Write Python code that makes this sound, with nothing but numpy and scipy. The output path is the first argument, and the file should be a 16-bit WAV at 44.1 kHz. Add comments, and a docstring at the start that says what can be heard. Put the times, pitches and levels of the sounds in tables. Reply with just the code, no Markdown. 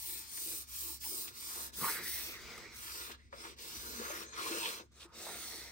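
"""A small room, close to the microphone: a folded rag is wiped back and forth over a radio's varnished wooden case.
The fibres are shaped noise that hisses brighter as the hand speeds up; the cloth sticks and slips and rings the case.
Noise in bands and resonances adds scuffs, judders, soft coloured rubbing, catches, faint squeaks and a rim rustle.
The hand knocks softly on the panel: short decaying sines. Wavering low hum and rumble lie underneath."""
import sys
import numpy as np
from scipy import signal
from scipy.fft import rfft, irfft
from scipy.io import wavfile
from scipy.ndimage import map_coordinates

SR = 44100
rng = np.random.default_rng(int(sys.argv[2]) if len(sys.argv) > 2 else 0)


def waveform_to_disk(signal):
    """Save audio, clipped to [-1, 1], as 16-bit WAV at the path in sys.argv[1]."""
    frames = np.transpose(np.atleast_2d(signal))
    scaled = np.clip(frames, -1, 1) * 32767
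    samples = np.round(scaled).astype(np.int16)
    wavfile.write(sys.argv[1], SR, samples)


N = 251811
TIME = np.arange(N) / SR
FREQS = np.fft.rfftfreq(N, 1 / SR)

# sweeps of the rag, with faint brushing that keeps the turns and pauses from falling silent; levels at full speed:
# (start [s], end [s], speeding up [s], slowing down [s],
# hiss [dB], top treble over the hiss [dB], coarse sizzle over the hiss [dB],
# then over the hiss, before the trims in wood(): hollow thrum [dB], panel rasp [dB], dry scrape [dB],
# pressure gained from start to end [dB])
STROKES = [(-0.15, 0.318, 0.3, 0.27, -48.5, 6.5, -4.5, -27, -15.5, -8.5, 13),
           (0.22, 0.667, 0.23, 0.093, -48, 3, -2, -13, -13.5, -11.5, -2.5),
           (0.648, 1.001, 0.16, 0.1, -48.5, 4.5, -3.5, -16.5, -13.5, -8, -2),
           (0.987, 1.338, 0.079, 0.18, -47.5, 4.5, -2.9, -8, -12.5, -12.5, 13),
           (1.299, 1.717, 0.18, 0.1, -48.5, 2, -4.5, -11, -11, -7, 2),
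           (1.714, 2.043, 0.16, 0.16, -45, 5.5, -6, 0, -5, -5.5, 7.5),
           (1.992, 2.411, 0.089, 0.27, -45, 3.5, -7.5, -5, -12.5, -3, 10),
           (2.3, 2.761, 0.14, 0.25, -52.5, -15, -4, 2, -6, -11, 4.5),
           (2.681, 3.17, 0.18, 0.17, -51.5, -0.5, -4, -11.5, -3, 0, 6.5),
           (3.12, 3.324, 0.03, 0.085, -74.5, -22, 3, 5, -6, 1.5, -12),
           (3.302, 3.563, 0.22, 0.14, -52.5, -9, -0.5, 2.5, -4, -1, 6.5),
           (3.555, 4.278, 0.12, 0.088, -51, -3, -4.5, 2, -2.5, -1, 5.5),
           (4.222, 4.381, 0.044, 0.032, -64, -20, 5, -11, 2, 0.5, 12),
           (4.322, 4.837, 0.17, 0.19, -44.5, -7, -2, -4.5, -2.5, 1, -5.5),
           (4.784, 4.883, 0.02, 0.2, -64.5, -3, 4, 13, -1, -7, -16),
           (4.904, 5.074, 0.28, 0.042, -58.5, -7.5, 5.5, 0.5, -7, -1, 1),
           (5.05, 5.172, 0.03, 0.03, -80.5, -13, -1, 9, -2, -4, -4),
           (5.118, 5.78, 0.15, 0.32, -50, -6, 1, 0, -11, -4.5, -7)]


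def amp(db):
    """Decibels to gain."""
    return 10 ** (np.asarray(db) / 20)


def unit(x):
    """Scales to rms 1."""
    return x / np.sqrt(np.mean(x ** 2) + 1e-20)


def over_hz(table, hz, order=1):
    """Reads one column of a table on a log-frequency axis."""
    columns = np.transpose(table)
    return np.interp(np.log(hz + 1), np.log(columns[0] + 1), columns[order])


def over_time(table, t=TIME):
    """Reads all columns of a curve at the times t."""
    s, *columns = np.transpose(table)
    return [np.interp(t, s, c) for c in columns]


def filtered(x, response):
    """Applies a frequency response."""
    return irfft(rfft(x) * response, N)


def resonance(hz, width_hz):
    """Response of one damped mode, gain 1 at its peak."""
    return 1j * FREQS * width_hz / (hz ** 2 - FREQS ** 2 + 1j * FREQS * width_hz)


def drift(rate_hz):
    """Smooth random curve of rms 1; its movement fades out above the given rate."""
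    return unit(filtered(rng.standard_normal(N), np.exp(-(FREQS / rate_hz) ** 2)))


def whistle(hz, width_hz):
    """Noise in a resonance that follows the curve hz; one row for each port."""
    noise = rng.standard_normal((2, N)) + 1j * rng.standard_normal((2, N))
    r = np.exp(-np.pi * width_hz / SR)
    band = signal.lfilter([1], [1, -2 * r, r * r], noise)
    carrier = np.exp(2j * np.pi * np.cumsum(hz) / SR)
    return unit((band * carrier).real)


def sweep(start, end, rise, fall):
    """Speed of the hand, 0-1: it picks up, holds and slows to a stop."""
    up, down = np.clip([(TIME - start) / rise, (end - TIME) / fall], 0, 1)
    return np.sin(np.pi / 2 * up) * np.sin(np.pi / 2 * down)


def hand():
    """Sweep speed and pressure give hiss, brightness and sizzle [dB] and three drives of the wood [gain]."""
    # dB gained per dB of speed; wood: thrum, rasp, scrape
    hiss_law, bright_law, wood_laws = 0.9, 0.88, (0.61, 0.79, 0.81)
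    power, colour, drives = np.full(N, 1e-12), np.zeros((2, N)), np.zeros((3, N))
    for start, end, rise, fall, hiss_db, bright_db, sizzle_db, *wood_db, press_db in STROKES:
        speed = sweep(start, end, rise, fall)
        on = speed > 0
        speed_db = 20 * np.log10(speed[on])
        progress = (TIME[on] - start) / (end - start)
        hiss = amp(hiss_db + hiss_law * speed_db) ** 2
        power[on] += hiss
        # overlapping sweeps share the colour by their power
        colour[0, on] += hiss * (bright_db + bright_law * speed_db)
        colour[1, on] += hiss * sizzle_db
        for drive, db, law in zip(drives, wood_db, wood_laws):
            drive_db = hiss_db + db + law * speed_db + press_db * (progress - .5)
            drive[on] += amp(drive_db) ** 2
    return (10 * np.log10(power), *(colour / power)), np.sqrt(drives)


def friction(grain_db, grain_hz, clump_db, clump_hz):
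    """Countless tiny slips of the threads, bunched into grains and slower clumps; one row for each port."""
    bunching_db = grain_db * drift(grain_hz) + clump_db * drift(clump_hz)
    return unit(rng.standard_normal((2, N)) * amp(bunching_db))


def fibres(controls, level_db=0.0):
    """Hiss of the weave on the varnish; speed lifts its treble, each sweep has its own sizzle."""
    # relative colour of the hiss at brightness 0: (pitch [Hz], density [dB per Hz])
    fibre_colour = [(300, -24), (1500, -15), (2700, -13), (3600, -3), (5300, 0), (6100, 1), (7000, -2),
                    (8700, 4.5), (10000, 3.5), (12500, 2.5), (14000, -2.5), (15500, 0.5)]
    # how much of the brightness reaches each pitch: (pitch [Hz], share)
    brightening = [(4000, -0.024), (5500, 0.042), (7000, 0.29), (9000, 0.73), (11500, 1), (14000, 0.85)]
    sizzle_hz, sizzle_width_hz = 8470, 1880  # the coarse weave sizzles in one treble band
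    slips = friction(grain_db=0.5, grain_hz=620, clump_db=0.56, clump_hz=56)
    hz, t, z = signal.stft(slips, SR, nperseg=256)
    hiss_db, bright_db, sizzle_db = (np.interp(t, TIME, c) for c in controls)
    colour = amp(over_hz(fibre_colour, hz))
    middle = (hz > 3500) & (hz < 7500)  # the band that sets the level
    colour /= np.sqrt(np.mean(colour ** 2 * middle))
    field_db = hiss_db + level_db + over_hz(brightening, hz)[:, None] * bright_db
    sizzle_band = np.exp(-((hz[:, None] - sizzle_hz) / sizzle_width_hz) ** 2)
    field_db = field_db + sizzle_band * sizzle_db
    return signal.istft(z * colour[:, None] * amp(field_db), SR, nperseg=256)[1][:, :N]


def case_response():
    """The wooden case: a plain panel response combined with damped modes."""
    # modes of the case: (pitch [Hz], width [Hz], gain relative to the plain panel [dB])
    case_modes = [(232, 23, 5.5), (333.8, 23, 6.5), (448, 170, -6.5), (923, 14, 4), (1080, 370, -3.5),
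                  (1200, 10, 0.5), (1252, 50, -3.5), (1400, 12, 5.5), (1685, 22, 2), (1780, 11, -8),
                  (1850, 17, -7), (2310, 28, -17), (2630, 28, -13), (3310, 13, -22)]
    return 1 + sum(amp(db) * resonance(hz, width) for hz, width, db in case_modes)


def wood(case, drives, thrum_db=-9.5, rasp_db=-2.5, scrape_db=-2.5):
    """Stick and slip drives the case, as hard as the hand sweeps and presses."""
    # relative spectra of three ways the friction drives the wood: (pitch [Hz], density [dB per Hz])
    thrum_shape = [(25, -49), (60, -14), (130, -12), (220, -9.5), (360, 0.5), (480, 0.5), (600, -5),
                   (780, -7.5), (1500, -37)]
    rasp_shape = [(400, -24), (760, -17.5), (920, 1), (1200, 7.5), (1550, 10.5), (1900, -3.5), (2500, -36),
                  (5000, -66)]
    scrape_shape = [(900, -27), (1500, -16), (2000, 1), (2600, 1.5), (3200, -0.5), (4200, 4), (8000, -67.5)]
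    slips = friction(grain_db=0.0, grain_hz=338, clump_db=1.57, clump_hz=43.0)
    shapes, trims_db = (thrum_shape, rasp_shape, scrape_shape), (thrum_db, rasp_db, scrape_db)
    out = 0
    for shape, drive, db in zip(shapes, drives, trims_db):
        response = case * amp(over_hz(shape, FREQS))
        response = response / np.sqrt(np.mean(abs(response) ** 2))
        out = out + filtered(slips * drive * amp(db), response)
    return out


def folds(x, patchy_db=2.3, patch_s=.13, patch_hz=230):
    """The folds of the rag shift under the hand, so its colour wanders in broad random patches."""
    hz, t, z = signal.stft(x, SR, nperseg=512)
    field = rng.standard_normal((len(t), len(hz))).T
    # blur the random field along pitch, then along time
    for axis, size in ((0, patch_hz / hz[1]), (1, patch_s / t[1])):
        kernel = np.exp(-(2 * np.arange(-60, 61) / size) ** 2)
        field = signal.fftconvolve(field, np.expand_dims(kernel, 1 - axis), "same", axes=axis)
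    gain = unit(amp(patchy_db * unit(field)))
    return signal.istft(z * gain, SR, nperseg=512)[1][:, :N]


def drive_case(case, force, hz, width_hz):
    """A noisy force in one band rings the case; the response is scaled to keep the force's level."""
    response = case * resonance(hz, width_hz * 1.22) ** 2  # two passes narrow the band, so each is wider
    return filtered(force, response / np.sqrt(np.mean(abs(response) ** 2)))


def band_swells(case):
    """Swells of noise in one band through the case: short scuffs and judders, longer soft coloured rubbing."""
    # swells, weaker while the hand is slow:
    # (peak time [s], length [s], centre [Hz], nominal width [Hz], level at full grip [dB])
    swell_rows = [(0.134, 0.15, 347, 160, -62), (0.14, 1, 890, 100, -70.5), (0.49, 0.19, 360, 197, -59),
                  (0.881, 0.11, 344, 120, -59.5), (0.898, 0.11, 890, 90, -67), (1.055, 0.03, 874, 110, -56),
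                  (1.133, 0.14, 347, 157, -57), (1.042, 0.03, 2200, 1500, -52),
                  (1.283, 0.032, 3260, 4000, -48.5), (1.564, 0.2, 1300, 1300, -54.5),
                  (1.829, 0.096, 147, 80, -52.5), (1.859, 0.071, 1135, 418, -36.5),
                  (1.851, 0.021, 1810, 450, -41), (1.887, 0.022, 1480, 400, -39),
                  (1.928, 0.21, 1950, 800, -45.5), (1.92, 0.042, 5000, 2500, -45),
                  (2.002, 0.085, 179, 120, -57), (2.562, 0.35, 159, 120, -64), (2.538, 0.2, 3100, 900, -60),
                  (2.532, 0.39, 403, 110, -63.5), (2.953, 0.19, 4950, 910, -50),
                  (3.003, 0.13, 413, 220, -58.5), (3.107, 0.038, 1960, 1800, -50.5),
                  (3.452, 0.038, 1300, 1100, -49), (3.782, 0.031, 57.6, 39.6, -52.5),
                  (3.958, 0.16, 235, 70, -57), (4.118, 0.24, 1820, 696, -49.5),
                  (4.314, 0.075, 4150, 200, -60.5), (4.399, 0.054, 1243, 400, -41.5),
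                  (4.446, 0.058, 2350, 500, -48), (4.467, 0.037, 1050, 254, -43.5),
                  (4.05, 0.6, 6900, 1000, -56.5), (4.11, 0.27, 500, 200, -58), (4.545, 0.34, 464, 230, -50),
                  (4.623, 0.12, 2670, 320, -48.5), (4.65, 0.1, 3230, 1090, -42),
                  (4.64, 0.081, 935, 89, -47), (5.02, 0.05, 3540, 2000, -54.5),
                  (5.137, 0.3, 1120, 500, -65), (5.286, 0.15, 726, 216, -56.5), (5.353, 0.5, 167, 90, -68),
                  (5.49, 0.39, 4100, 800, -54), (5.618, 0.55, 705, 300, -64.5)]
    grip_speed = .42  # share of full speed below which the swells weaken
    speed = np.max([sweep(*row[:4]) for row in STROKES], axis=0)
    slips = friction(grain_db=1.5, grain_hz=200, clump_db=0.9, clump_hz=40)
    slips = slips * np.minimum(speed / grip_speed, 1)
    out = 0
    for s, length, hz, width, db in swell_rows:
        swell = amp(db) * np.exp(-(2 * (TIME - s) / length) ** 2)
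        out = out + drive_case(case, slips * swell, hz, width)
    return out


def bumps(case):
    """The cloth catches on the case and tears free: a short rasp of slips that dies away."""
    # catches: (time [s], level [dB], centre [Hz], nominal width [Hz], attack [s], t60 of the force [s])
    catches = [(.372, -47.5, 2380, 3500, 0.0026, 0.09), (1.009, -50.5, 4960, 5000, 0.0033, 0.16),
               (1.114, -53, 378, 250, 0.0031, 0.058), (1.553, -54, 500, 704, 0.0058, 0.64),
               (1.73, -52, 4160, 4030, 0.0089, 0.18), (2.577, -49, 9000, 5000, 0.0018, 0.031),
               (3.076, -53.5, 342, 200, 0.0043, 0.13), (3.113, -45, 3240, 4000, 0.0048, 0.065),
               (3.094, -53, 560, 600, 0.004, 0.18), (3.324, -47.5, 1260, 1400, .003, 0.14),
               (3.328, -54, 630, 240, 0.003, 0.22), (3.584, -51, 4060, 4550, 0.0044, 0.49),
               (4.013, -49.5, 557, 400, 0.003, 0.2), (4.098, -43.5, 686, 700, 0.004, 0.07),
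               (4.501, -47, 426, 296, 0.0053, 0.17), (4.651, -35.5, 2870, 1500, 0.0078, .045),
               (4.915, -73, 6470, 6000, .004, 0.15), (5.044, -62, 1130, 896, 0.0024, 0.18),
               (5.263, -47, 925, 700, 0.0072, 0.09), (5.288, -50, 706, 400, 0.0028, .06)]
    push = rng.standard_normal((2, N))
    out = 0
    for s, db, hz, width, attack, t60 in catches:
        onset = np.clip((TIME - s) / attack, 0, 1)
        decay = np.exp(-np.log(1000) * np.maximum(TIME - s - attack, 0) / t60)
        out = out + drive_case(case, push * (onset * decay) * amp(db), hz, width)
    return out


def squeak(width_hz=120, level_db=-3.5, slip_db=1.8, slip_hz=90, wobble_hz=45, fade_s=0.012):
    """Threads slip in step for a moment, each time at a new pitch: a broken, fuzzy whistle."""
    # thin squeaks of cloth on varnish:
    # (start [s], end [s], first pitch [Hz], last pitch [Hz], level before level_db [dB])
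    squeak_glides = [(3.377, 3.432, 5340, 5170, -53), (3.585, 3.682, 4950, 5110, -62),
                     (3.665, 3.725, 5256, 5430, -55), (3.714, 3.791, 5930, 6020, -52.5),
                     (3.741, 3.827, 5870, 6060, -53), (3.846, 3.909, 6020, 6080, -55),
                     (3.902, 3.95, 5750, 5610, -60), (3.937, 4.02, 6120, 6070, -50),
                     (4.015, 4.095, 6340, 6370, -53), (4.076, 4.129, 6390, 6070, -47.5),
                     (4.144, 4.231, 5730, 5530, -52), (4.234, 4.253, 6150, 6300, -54),
                     (4.26, 4.301, 6150, 6360, -51), (4.317, 4.353, 6460, 6160, -50.5)]
    chirps = [amp(db) * sweep(start, end, fade_s, fade_s) for start, end, _, _, db in squeak_glides]
    chirps = np.array(chirps) ** 2 + 1e-18
    glides = np.array([np.interp(TIME, row[:2], row[2:4]) for row in squeak_glides])
    power = chirps.sum(0)
    hz = (chirps * glides).sum(0) / power + wobble_hz * drift(slip_hz)  # the loudest glide leads
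    breaks = unit(amp(slip_db * np.clip(drift(slip_hz), -2, 1)))
    return whistle(hz, width_hz) * amp(level_db) * np.sqrt(power) * breaks


def rim(width_hz=470, wander_hz=80, flutter_db=1.6, shift_hz=16):
    """Hollow rustle: friction along the rim sounds through one broad resonance that wanders and flutters."""
    # runs along the rim: (start [s], end [s], swelling [s], fading [s], level [dB], resonance [Hz])
    rim_runs = [(1.858, 2.297, 0.041, .36, -50.5, 1994), (2.1, 2.859, 0.359, 0.27, -55.5, 2160),
                (3.179, 3.323, 0.026, 0.12, -68, 2088), (5.169, 5.85, 0.17, 0.22, -58, 2025)]
    runs = np.array([amp(db) * sweep(*timing) for *timing, db, hz in rim_runs]) ** 2 + 1e-16
    power = runs.sum(0)
    hz = np.array(rim_runs)[:, -1] @ runs / power + wander_hz * drift(shift_hz)
    flutter = unit(amp(flutter_db * drift(shift_hz)))
    return whistle(hz, width_hz) * np.sqrt(power) * flutter


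def knocks(level_db=0.0):
    """A cushioned blow swings the panel at the pitch of the spot it lands on, with a shorter overtone."""
    # knuckles through the cloth: (time [s], level of the main mode [dB], pitch [Hz], attack [s], t60 [s])
    knuckle_blows = [(1.116, -49, 387, .005, .08), (2.577, -46, 1244, .002, 0.043),
                     (3.326, -45, 985, 0.0053, 0.057), (3.328, -50.5, 543, 0.0028, 0.16),
                     (3.997, -37.5, 404, 0.0023, 0.023), (4.014, -40, 470, .002, .04),
                     (4.098, -43.5, 594, .003, 0.1), (4.502, -37, 335.4, 0.014, 0.23),
                     (5.051, -51.5, 342, 0.0045, 0.12), (5.266, -41.5, 665, .003, .045)]
    ratio, over_db, shorter = 2.4, -18, .55  # second mode: times the pitch, level [dB], share of the t60
    out = np.zeros(N)
    for s, db, hz, attack, t60 in knuckle_blows:
        t = np.maximum(TIME - s, 0)
        fade_db = -60 * np.maximum(t - attack, 0) / t60
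        phase = 2 * np.pi * hz * t
        main = amp(db + fade_db) * np.sin(phase)
        overtone = amp(db + over_db + fade_db / shorter) * np.sin(ratio * phase)
        out += np.minimum(t / attack, 1) * (main + overtone)
    return amp(level_db) * out


def ports(x):
    """Two spaced microphone ports hear the sound partly alike, shifted in phase and level."""
    # the pair of ports: (pitch [Hz], likeness [0-1], phase lag the housing gives the right one [rad])
    port_pair = [(50, .6, 0), (330, .97, -.15), (700, .76, .1), (1050, .8, -1.15), (1500, .75, -.3),
                 (2100, .7, 0), (3200, .52, .3), (4500, .42, 0), (7000, .28, 0), (8300, .66, -.3),
                 (9600, .56, -1.6), (10400, .7, -2.6), (11300, .9, -3.1), (13000, .68, -5.1),
                 (14000, .93, -6.28), (15200, .93, -6.28), (16000, .78, -6.6)]
    # (pitch [Hz], left over right [dB])
    balance = [(100, -1.5), (280, 1.5), (520, 2), (1100, 1), (2200, -2.5), (4500, 0.7), (9000, -0.3),
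               (14000, 0)]
    a, b = rfft(x)
    alike = np.clip(over_hz(port_pair, FREQS), 0, 1)
    right = alike * a + np.sqrt(1 - alike ** 2) * b
    right = right * np.exp(-1j * over_hz(port_pair, FREQS, order=2))
    lean = amp(over_hz(balance, FREQS) / 2)
    return irfft(np.array([a * lean, right / lean]), N)


def leaning(x):
    """The arm shades one port or the other, differently below and above a split pitch."""
    # lean as hand and arm move: (time [s], left over right of the wood [dB], left over right of the hiss [dB])
    arm_lean = [(.2, -1, 2), (.6, 1.5, -0.3), (1.3, 0.7, -0.95), (1.62, 2, -0.43), (1.85, -2.5, 0.58),
                (2.2, 0, -.3), (2.5, 0, 2), (2.7, -3, 1), (3.0, 3, -0.73), (3.35, 2, -0.5),
                (3.8, 1.8, -0.5), (4.28, 0.5, 1.1), (4.65, 2, -.7), (5.2, -1, -1.3), (5.7, 0, -0.8)]
    split_hz = 2100
    body = filtered(x, 1 / (1 + (FREQS / split_hz) ** 8))
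    out = 0
    for part, db in zip((body, x - body), over_time(arm_lean)):
        out = out + part * amp(np.array([db, -db]) / 2)
    return out


def placed(x):
    """The right port hears the low and middle range later when the hand is off to the left."""
    # where the hand works: (time [s], delay of the right port [ms])
    hand_place = [(1.72, 0.39), (1.8, 0.04), (2.2, 0.049), (2.3, 0.19), (2.42, 0.01), (2.72, 0.0073),
                  (2.82, 0.39), (4.85, 0.35), (4.95, 0.056)]
    near_hz = 7330  # the delay acts below this pitch
    low = filtered(x[1], 1 / (1 + (FREQS / near_hz) ** 24))
    late = np.arange(N) - over_time(hand_place)[0] * SR / 1000
    return np.array([x[0], x[1] - low + map_coordinates(low, [late], order=3)])


def bounce(x, share=.22, delay_ms=.75, swing_ms=.13, sway_hz=1.6):
    """The varnish mirrors the treble to each port along a randomly drifting path: a soft, shifting comb."""
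    mirror_hz = 2500  # only pitches above this are mirrored
    late = [np.arange(N) - (delay_ms + swing_ms * drift(sway_hz)) * SR / 1000 for _ in x]
    treble = filtered(x, 1 - 1 / (1 + (FREQS / mirror_hz) ** 4))
    mirrored = [map_coordinates(port, [at], order=3) for port, at in zip(treble, late)]
    return x + share * np.array(mirrored)


def room(x, wet_db=-15, t60=0.21, dull_hz=4500):
    """A short, dull tail from the crowded shelves: decaying noise as the room's response."""
    tail = rng.standard_normal((2, N)) * np.exp(-np.log(1000) * TIME / t60) * (TIME > .003)
    tail /= np.linalg.norm(tail, axis=1, keepdims=True)
    return amp(wet_db) * filtered(x, rfft(tail) / (1 + 1j * FREQS / dull_hz))


def background(throb=0.37, hum_apart=0.64):
    """Low room noise, handling rumble and a slightly wavering hum that reaches the ports out of step."""
    # relative spectrum of the still room: (pitch [Hz], density [dB per Hz])
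    floor_colour = [(20, -30), (40, -20), (58, 5.5), (100, 3.5), (170, -6), (300, -6), (600, -38),
                    (2000, -21), (7000, -28), (15000, -48)]
    # two low tones and a faint higher one: (pitch [Hz], width [Hz], level before the hum curve [dB])
    hum_tones = [(68.3, 2.45, -64.5), (58.4, 1.3, -76), (243.4, 1.6, -73.5)]
    # the hum as the microphone is carried about: (time [s], level change [dB])
    hum_curve = [(0, -1.5), (4.2, -1), (4.45, -5), (5.1, -5), (5.3, 0)]
    # rumble of the microphone moving in the other hand: (time [s], level [dB])
    handling = [(0, -71), (1.6, -71), (1.85, -65), (2.25, -63), (2.75, -64), (3.0, -70), (3.5, -69),
                (3.85, -63), (4.3, -71), (4.6, -82), (5.3, -75)]
    floor_db, rumble_hz, rumble_width_hz = -70, 52.6, 87
    air = filtered(rng.standard_normal((2, N)), amp(over_hz(floor_colour, FREQS)))
    air = amp(floor_db) * unit(air)
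    rumble = filtered(rng.standard_normal((2, N)), resonance(rumble_hz, rumble_width_hz) ** 2)
    rumble = unit(rumble) * amp(over_time(handling)[0])
    hum = 0
    for hz, width, db in hum_tones:
        phase = 2 * np.pi * np.cumsum(hz + width / 2 * drift(width)) / SR
        tone = (1 + throb * drift(width)) * np.sin([phase, phase + hum_apart])
        hum = hum + amp(db) * unit(tone)
    return air, hum * amp(over_time(hum_curve)[0]) + rumble


def scene():
    """The rag on the case, its room and the background."""
    case = case_response()
    controls, drives = hand()
    wiping = folds(fibres(controls) + wood(case, drives))
    rub = wiping + band_swells(case) + bumps(case) + squeak() + rim()
    thuds = knocks()
    air, low = background()
    direct = bounce(placed(leaning(ports(rub + air) + thuds)))
    return direct + room(rub + thuds) + low


def record(dry):
    """The recorder's low cut, deep treble notch and band limit."""
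    low_cut_hz, edge_hz = 24, 15850
    notch_hz, notch_width_hz, notch_db = 11400, 850, -40
    dry = filtered(dry, 1 - 1 / (1 + (FREQS / low_cut_hz) ** 4))
    dry = filtered(dry, amp(notch_db * np.exp(-((FREQS - notch_hz) / notch_width_hz) ** 4)))
    lowpass = signal.firwin(511, edge_hz, window=("kaiser", 9), fs=SR)
    return signal.oaconvolve(dry, lowpass[None], "same")


dry = scene()
out = record(dry)
waveform_to_disk(out)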